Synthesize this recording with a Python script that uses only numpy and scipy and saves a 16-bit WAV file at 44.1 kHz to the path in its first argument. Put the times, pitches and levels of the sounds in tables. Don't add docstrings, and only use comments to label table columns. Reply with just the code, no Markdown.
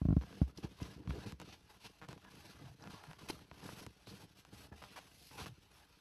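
import sys
import numpy as np
from scipy import signal
from scipy.fft import rfft, irfft
from scipy.io import wavfile
from scipy.ndimage import uniform_filter1d

SR = 44100
rng = np.random.default_rng(int(sys.argv[2]) if len(sys.argv) > 2 else 0)


def generate_wav(sig):
    pcm = np.round(np.clip(np.atleast_2d(sig).T, -1, 1) * 32767).astype(np.int16)
    wavfile.write(sys.argv[1], SR, pcm)


N = 264864
TIME = np.arange(N) / SR

# pitch_hz, level_db, t60_s
TRIM_MODES = [(106.5, -5, 0.11), (147, 1.5, 0.039), (203.6, -3.5, 0.084), (236, -8.5, 0.067),
              (294, -2, 0.042), (387, -10, 0.067), (467, -5.5, 0.031)]
# pitch_hz, level_db, t60_s
HOUSING_MODES = [(444.4, -25, 0.0082), (790, -8.5, 0.0074), (972, -10.5, 0.014), (1530, -5, 0.0048),
                 (1760, -7, 0.005), (3060, -12, 0.0019), (3700, -38, 0.012)]
# frequency_hz, level_db
HISS_SPECTRUM = [(1300, -16.5), (2100, -2), (2700, 3.5), (3400, 0.5), (4400, 0.5), (6200, -3.5),
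                 (7200, -12), (9000, -5.5), (11500, -14), (13300, -18.5), (14300, -20.5), (15000, -46)]
# rub_db, rumble_db, sheen_db
STRAP_PULLS = [(0.207, .215, -67, -2.5, 3, 9.5, -3), (0.476, 0.016, -66.5, -8.5, 8.5, 17.5, 2),
               (0.568, 0.036, -64.5, -18, -1.5, 18.5, 0), (0.621, 0.028, -58, 0.5, 2.5, 17.5, -8),
               (0.67, 0.135, -72, 11, 0, 6.5, -3), (0.803, .15, -61.5, -5.5, 0.5, 6, -2.5),
               (0.962, 0.17, -77.5, -5, 8, 22.5, -4), (1.086, 0.18, -61, -2.5, 1, 10.5, -5),
               (1.258, 0.062, -59.5, -5.5, 0.5, 13.5, -2), (1.396, 0.031, -59.5, -4.5, 1.5, 12.5, -12),
               (1.434, 0.11, -63, 2.5, -3, 7.5, -6.5), (1.689, 0.076, -70, -6.5, 5, -10, 3.5),
               (1.805, 0.059, -62.5, 18.5, -3.5, -1.5, -3), (2.079, 0.091, -64.5, -14, 4.5, 14, -4),
               (2.211, 0.075, -79, 6, 15, 20, 2), (2.295, 0.23, -65, 4.5, 0.5, 6, 0.5),
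               (2.543, 0.15, -68, -0.5, 6, 14.5, -0.5), (2.789, 0.1, -70.5, 5, 10, 12.5, -0.5),
               (2.895, 0.12, -61.5, -9, 3, 2, -3), (3.025, 0.12, -68, -6, 7, 4.5, 1),
               (3.18, 0.24, -66.5, -6, 3, 9, -0.5), (3.297, 0.051, -64, -1, 2, 14, 5),
               (3.52, 0.11, -68, 9, 3.5, 10, -0.5), (3.627, 0.21, -60.5, -2, 3, 6.5, 2.5),
               (4.064, 0.18, -64.5, -2, 1, 7, 2), (4.362, 0.041, -67, 10, -8, -1, 1),
               (4.518, 0.14, -64, 0, 0, 9, 2.5), (4.714, 0.081, -76, -16, 11.5, 20, -1),
               (4.753, 0.051, -69.5, 2, -1, -14, 2.5), (4.813, 0.27, -66, -2.5, 1, 2.5, 0),
               (5.053, 0.24, -72, 12, -26, -21, 8), (5.302, 0.09, -62.5, 1, 1.5, 6, 3.5),
               (5.371, 0.06, -53, -0.5, 3, 1, -2.5), (5.454, .014, -54.5, -0.5, 3.5, 0.5, 1.5),
               (5.702, .15, -73.5, -2, 3.5, 1.5, 4)]


def from_db(db):
    return 10 ** (np.asarray(db) / 20)


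def rms_one(x):
    return x / np.sqrt(np.mean(x ** 2) + 1e-20)


def add(track, start_s, sound):
    at = max(round(start_s * SR), 0)
    track[at:at + len(sound)] += sound[:max(N - at, 0)]


def cut(x, hz, kind, order=2):
    return signal.sosfilt(signal.butter(order, min(hz, SR / 2 - 1), kind, fs=SR, output="sos"), x + 1e-18)


def colour(x, spectrum):
    hz, db = np.transpose(spectrum)
    bins_hz = np.maximum(np.fft.rfftfreq(len(x), 1 / SR), 1)
    curve_db = np.interp(np.log(bins_hz), np.log(hz), db, left=-80, right=-80)
    return rms_one(irfft(rfft(x) * from_db(curve_db), len(x)))


def drift(per_s):
    knots = rng.standard_normal(N // 20)
    return np.interp(TIME * per_s, np.arange(len(knots)), knots)


def ring(force, modes):
    out = 0
    for k, (hz, db, t60_s) in enumerate(modes):
        decay, angle = from_db(-60 / (t60_s * SR)), 2 * np.pi * hz / SR
        mode = signal.lfilter([0, np.sin(angle)], [1, -2 * decay * np.cos(angle), decay ** 2], force + 1e-18)
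        out = out - (-1) ** k * from_db(db) * mode
    return out


def contact(hardness_hz, size=2048):
    return cut(signal.unit_impulse(size), hardness_hz, "low")


def scatter(tail_db, t60_s, size=4096):
    tail = rng.standard_normal(size) * from_db(-60 * np.arange(size) / SR / t60_s)
    return signal.unit_impulse(size) + from_db(tail_db) * tail / np.linalg.norm(tail)


def grains(per_s, spread_db):
    sizes = from_db(spread_db * np.minimum(rng.exponential(1, N), 4)) * rng.choice([-1, 1], N)
    return rms_one(sizes * (rng.random(N) < per_s / SR))


def shifting(x, patchy_db, size=1024, blur=4):
    frames = signal.stft(x, nperseg=size)[2]
    patches = uniform_filter1d(rng.standard_normal(frames.shape), blur, axis=0)
    patches = rms_one(uniform_filter1d(patches, blur, axis=1))
    return rms_one(signal.istft(frames * from_db(patchy_db * patches), nperseg=size)[1][:N])


def cabin_tone(level_db):
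    # frequency_hz, level_db
    air_spectrum = [(20, -10), (60, 13), (150, -4.5), (400, -20), (1500, -12), (6000, -43.5), (15000, -45)]
    return from_db(level_db) * colour(rng.standard_normal(N), air_spectrum)


def seat_bumps(lowest_hz, slap_db):
    # start_s, level_db, hardness_hz
    blows = [(0.0159, -13.5, 456), (0.0522, -9, 416), (0.086, -7, 364), (.105, -8.5, 414),
             (0.1261, -8, 436), (0.166, -5, 417), (0.4156, -5, 440), (0.6442, -23.5, 452),
             (0.8181, -21.5, 240), (0.963, -31, 350), (1.0741, -19, 210), (1.0917, -16.5, 218),
             (1.106, -23, 400), (1.1766, -26, 150), (1.327, -26.5, 250), (3.513, -33, 110),
             (3.863, -32.5, 160), (5.414, -28.5, 150)]
    # pitch_hz, level_db, t60_s
    seat_modes = [(65.4, -16.5, 0.15), (174, -11, 0.036), (230, -39, 0.027), (262.7, -17.5, 0.039),
                  (430, -55, 0.0066), (605, -21.5, 0.014), (727, -26.5, 0.025), (1077, -27.5, 0.043),
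                  (1383, -26, 0.032)]
    force, slap = np.zeros(N), np.zeros(N)
    for start_s, db, hardness_hz in blows:
        add(force, start_s, from_db(db) * contact(hardness_hz))
        add(slap, start_s, from_db(db) * cut(scatter(tail_db=5.5, t60_s=0.048), hardness_hz, "low"))
    boom = cut(ring(force, seat_modes), lowest_hz, "high")
    return boom + from_db(slap_db) * cut(slap, 426, "high")


def tongue_clinks():
    # start_s, level_db
    taps = [(0.5746, -52.5), (0.8289, -55.5), (2.823, -61.5), (3.304, -49.5)]
    # pitch_hz, level_db, t60_s
    steel_modes = [(2940, -18, 0.017), (3150, -17, 0.024), (4070, -11, 0.034), (4470, -12, 0.014),
                   (5060, -3, 0.014), (5880, -11, 0.049), (6550, -7.5, 0.0033)]
    force = np.zeros(N)
    for start_s, db in taps:
        add(force, start_s, from_db(db) * scatter(tail_db=12, t60_s=0.0086))
    return ring(force, steel_modes)


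def latch_scrapes(fade_s):
    # start_s, length_s, level_db, grit_db (over the hollow tone)
    drags = [(0.62, 0.032, -64.5, -5), (1.8, 0.059, -73, 4.5), (3.285, 0.023, -51, 3.5),
             (3.783, 0.023, -75, 16), (4.82, 0.012, -69, -11), (4.958, 0.033, -54.5, -2.5),
             (5.392, .06, -63.5, 6.5)]
    pressure = np.zeros((N, 2))
    for start_s, length_s, db, grit_db in drags:
        add(pressure, start_s, from_db([db, db + grit_db]) * np.ones((round(length_s * SR), 1)))
    decay = np.exp(-1 / (fade_s * SR))
    hollow, grit = signal.lfilter([1 - decay], [1, -decay], pressure.T + 1e-18)
    catches = grains(per_s=8400, spread_db=2)
    return hollow * rms_one(ring(catches, HOUSING_MODES)) + grit * colour(catches, HISS_SPECTRUM)


def plastic_creak(start_s, slips, slips_per_s, force_db, fade_db):
    # pitch_hz, level_db, t60_s
    plastic_modes = [(930, -18, 0.0068), (1320, -17, 0.013), (1410, -20, 0.025)]
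    force = np.zeros(N)
    for k in range(slips):
        slip = cut(scatter(tail_db=-1, t60_s=0.059), 1710, "low")
        add(force, start_s + k / slips_per_s, from_db(force_db - k * fade_db) * slip)
    crack = from_db(15) * cut(force, 503, "high")
    thud = from_db(-21.5) * ring(force, TRIM_MODES)
    return ring(force, plastic_modes) + crack + thud


def stray_ticks(rubbing, per_s, over_rub_db, spread_db, bright_hz, thud_db, count=160):
    times = np.cumsum(rng.exponential(1, count)) / per_s
    chance_db = spread_db * rng.standard_normal(count)
    levels_db = 20 * np.log10(np.interp(times, TIME, rubbing)) + over_rub_db + chance_db
    return [(s, db, bright_hz, db + thud_db) for s, db in zip(times, levels_db) if s < TIME[-1]]


def buckle_knocks(strays, crack_db, ring_db, thud_db):
    # start_s, level_db, bright_hz, weight_db
    knocks = [(0.212, -38, 2980, -21), (0.2223, -39, 2490, -32), (.2355, -35.5, 1800, -23),
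              (0.327, -40, 3880, -24), (0.8014, -37.5, 2500, -31), (1.0747, -35, 2980, -35),
              (1.1062, -28.5, 2390, -20), (1.3226, -37.5, 7850, -35), (1.4002, -35, 7300, -22),
              (1.416, -35.5, 7000, -25), (2.0873, -35.5, 6500, -20.5), (2.1295, -37, 6000, -42),
              (2.1778, -44, 3500, -43), (2.249, -36.5, 1500, -54), (2.37, -48, 1800, -28),
              (2.8398, -40, 5000, -41), (2.8738, -34.5, 3950, -32), (3.0382, -37, 3530, -54),
              (3.1124, -35.5, 3540, -57), (3.1324, -36.5, 4500, -39), (3.2881, -48, 4000, -43),
              (3.3004, -31.5, 8050, -34), (3.5136, -33.5, 2420, -33), (3.6902, -26.5, 1500, -25),
              (3.865, -33, 7140, -19.5), (4.0714, -41, 5000, -22.5), (4.4503, -41, 5750, -50),
              (4.8195, -37, 2510, -54), (4.8245, -35, 3540, -56), (4.8385, -33, 3020, -52),
              (5.312, -41, 1800, -47), (5.4598, -29, 3500, -23), (5.4662, -40, 6000, -30)]
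    force, weight = np.zeros(N), np.zeros(N)
    for start_s, db, bright_hz, weight_db in knocks + strays:
        touch = cut(scatter(tail_db=-8, t60_s=0.03), bright_hz, "low", order=1)
        add(force, start_s, from_db(db) * cut(touch, 1.5 * bright_hz, "low"))
        add(weight, start_s, from_db(weight_db) * contact(hardness_hz=690))
    crack = from_db(crack_db) * cut(cut(force, 513, "high", order=1), 11200, "low")
    thud = from_db(thud_db) * ring(weight, TRIM_MODES)
    return crack + from_db(ring_db) * ring(force, HOUSING_MODES) + thud


def pull_envelope(levels_db, creep_db, attack_s=0.013, release_s=0.014, stop_db=-6.5, stop_fade_s=0.0046):
    # start_s, length_s
    stops = [(.515, 0.034), (1.005, 0.068), (1.33, 0.057), (2.075, 0.0087), (4.425, 0.028), (4.675, 0.059)]
    stopped = np.zeros(N)
    for start_s, length_s in stops:
        add(stopped, start_s, np.ones(round(length_s * SR)))
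    power = from_db(creep_db + stop_db * uniform_filter1d(stopped, round(stop_fade_s * SR))) ** 2
    t = TIME[:SR // 2]
    attack = np.minimum(t / attack_s, 1)
    for (start_s, length_s, _, swell_db, *_), db in zip(STRAP_PULLS, levels_db):
        hold = from_db(db + swell_db * (np.minimum(t / length_s, 1) - 0.5))
        release = np.exp(-np.maximum(t - length_s, 0) / release_s)
        add(power, start_s, (attack * hold * release) ** 2)
    return np.sqrt(power)


def strap_zips(width_share):
    # start_s, length_s, first_hz, last_hz, level_db
    slides = [(0.636, 0.029, 419, 389, -54), (0.954, 0.1, 344, 313, -57.5), (1.119, 0.0744, 385, 356, -48),
              (1.19, 0.085, 481, 453, -68), (1.826, 0.05, 3380, 3100, -64), (2.462, 0.079, 3880, 4350, -66),
              (2.55, 0.24, 132.3, 109, -55), (2.85, 0.06, 223, 193, -54.5), (3.062, 0.07, 136, 146, -51),
              (4.044, 0.095, 3870, 4600, -61), (4.845, 0.11, 2940, 2750, -66),
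              (4.955, 0.045, 1030, 693, -53), (5.105, 0.35, 3990, 5230, -68), (5.46, 0.1, 154, 106, -55.5)]
    out = np.zeros(N)
    for start_s, length_s, first_hz, last_hz, db in slides:
        n = round(length_s * SR)
        noises = rng.standard_normal((2, SR))
        even, odd = [rms_one(cut(noise, width_share * first_hz, "low")[-n:]) for noise in noises]
        phase = 2 * np.pi * np.cumsum(np.linspace(first_hz, last_hz, n)) / SR
        band = even * np.cos(phase) + odd * np.sin(phase)
        add(out, start_s, from_db(db) * np.hanning(n) * band)
    return out


def webbing(rubbing, rumble_db, heave_db, rub_db, judder_db, sheen_hz):
    # frequency_hz, level_db
    heave_spectrum = [(30, -31), (55, -14), (75, 12), (110, -3), (200, -75)]
    # frequency_hz, level_db
    cloth_spectrum = [(230, -42), (330, -4), (440, -5), (620, -2.5), (780, -2.5), (1000, -0.5), (1180, -4),
                      (1370, -3.5), (1600, -6.5), (2000, -9), (2800, -18.5)]
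    _, _, hiss_db, _, _, load_db, sheen_db = np.transpose(STRAP_PULLS)
    rumble = pull_envelope(hiss_db + load_db, creep_db=-70.5, release_s=0.032)
    hiss = pull_envelope(hiss_db, creep_db=-73)
    sheen = pull_envelope(hiss_db + sheen_db, creep_db=-73.5)
    judder = from_db(judder_db * drift(per_s=110))
    trim = rms_one(ring(grains(per_s=380, spread_db=6.5), TRIM_MODES))
    cushion = from_db(heave_db) * colour(rng.standard_normal(N), heave_spectrum)
    cloth = colour(grains(per_s=1800, spread_db=0.5), cloth_spectrum)
    cloth = signal.fftconvolve(cloth, scatter(tail_db=-4, t60_s=0.035))[:N]
    cloth = shifting(cloth, patchy_db=3)
    weave = shifting(colour(grains(per_s=9000, spread_db=2), HISS_SPECTRUM), patchy_db=2)
    top = signal.sosfiltfilt(signal.butter(2, sheen_hz, "high", fs=SR, output="sos"), weave)
    friction = from_db(rub_db) * rubbing * cloth + hiss * (weave - top) + sheen * top
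    return from_db(rumble_db) * rumble * (trim + cushion) + judder * friction


def latch_clacks():
    # start_s, level_db, hardness_hz
    blows = [(.584, -30, 453), (.647, -30.5, 636), (3.2992, -23, 2200)]
    # pitch_hz, level_db, t60_s
    hollow_modes = [(317, -6.5, 0.028), (420, -11, 0.022), (873, -11.5, 0.022)]
    # pitch_hz, level_db, t60_s
    catch_modes = [(9400, -21, 0.022)]
    force, snap = np.zeros(N), np.zeros(N)
    for start_s, db, hardness_hz in blows:
        add(force, start_s, from_db(db) * contact(hardness_hz))
    home_s, home_db, _ = blows[-1]
    add(snap, home_s, from_db([home_db]))
    return ring(force, hollow_modes) + ring(snap, catch_modes)


def scene():
    _, _, hiss_db, _, rub_db, _, _ = np.transpose(STRAP_PULLS)
    rubbing = pull_envelope(hiss_db + rub_db, creep_db=-73.5)
    strap = webbing(rubbing, rumble_db=-2.5, heave_db=-10, rub_db=-2, judder_db=2, sheen_hz=6500)
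    strap += strap_zips(width_share=0.16)
    cabin = cabin_tone(level_db=-73)
    bumps = seat_bumps(lowest_hz=47.6, slap_db=-1)
    fittings = tongue_clinks() + latch_scrapes(fade_s=0.0019) + latch_clacks()
    creak = plastic_creak(start_s=2.0159, slips=6, slips_per_s=156, force_db=-37, fade_db=0.4)
    strays = stray_ticks(rubbing, per_s=12, over_rub_db=14, spread_db=1.5, bright_hz=2800, thud_db=-16.5)
    knocks = buckle_knocks(strays, crack_db=8.5, ring_db=1, thud_db=-24)
    return (cabin + bumps + fittings + creak + knocks + strap)[None]


def record(dry):
    # centre_hz, width_hz, gain_db
    port_resonances = [(7800, 190, 6.5), (8850, 2540, -10), (9430, 300, 5), (10420, 430, -7),
                       (11330, 1700, 7.5)]
    for hz, width_hz, db in port_resonances:
        band = signal.lfilter(*signal.iirpeak(hz, hz / width_hz, fs=SR), dry)
        dry = dry + (from_db(db) - 1) * band
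    return signal.sosfilt(signal.ellip(10, 0.1, 80, 15000, fs=SR, output="sos"), dry)


dry = scene()
out = record(dry)
generate_wav(out)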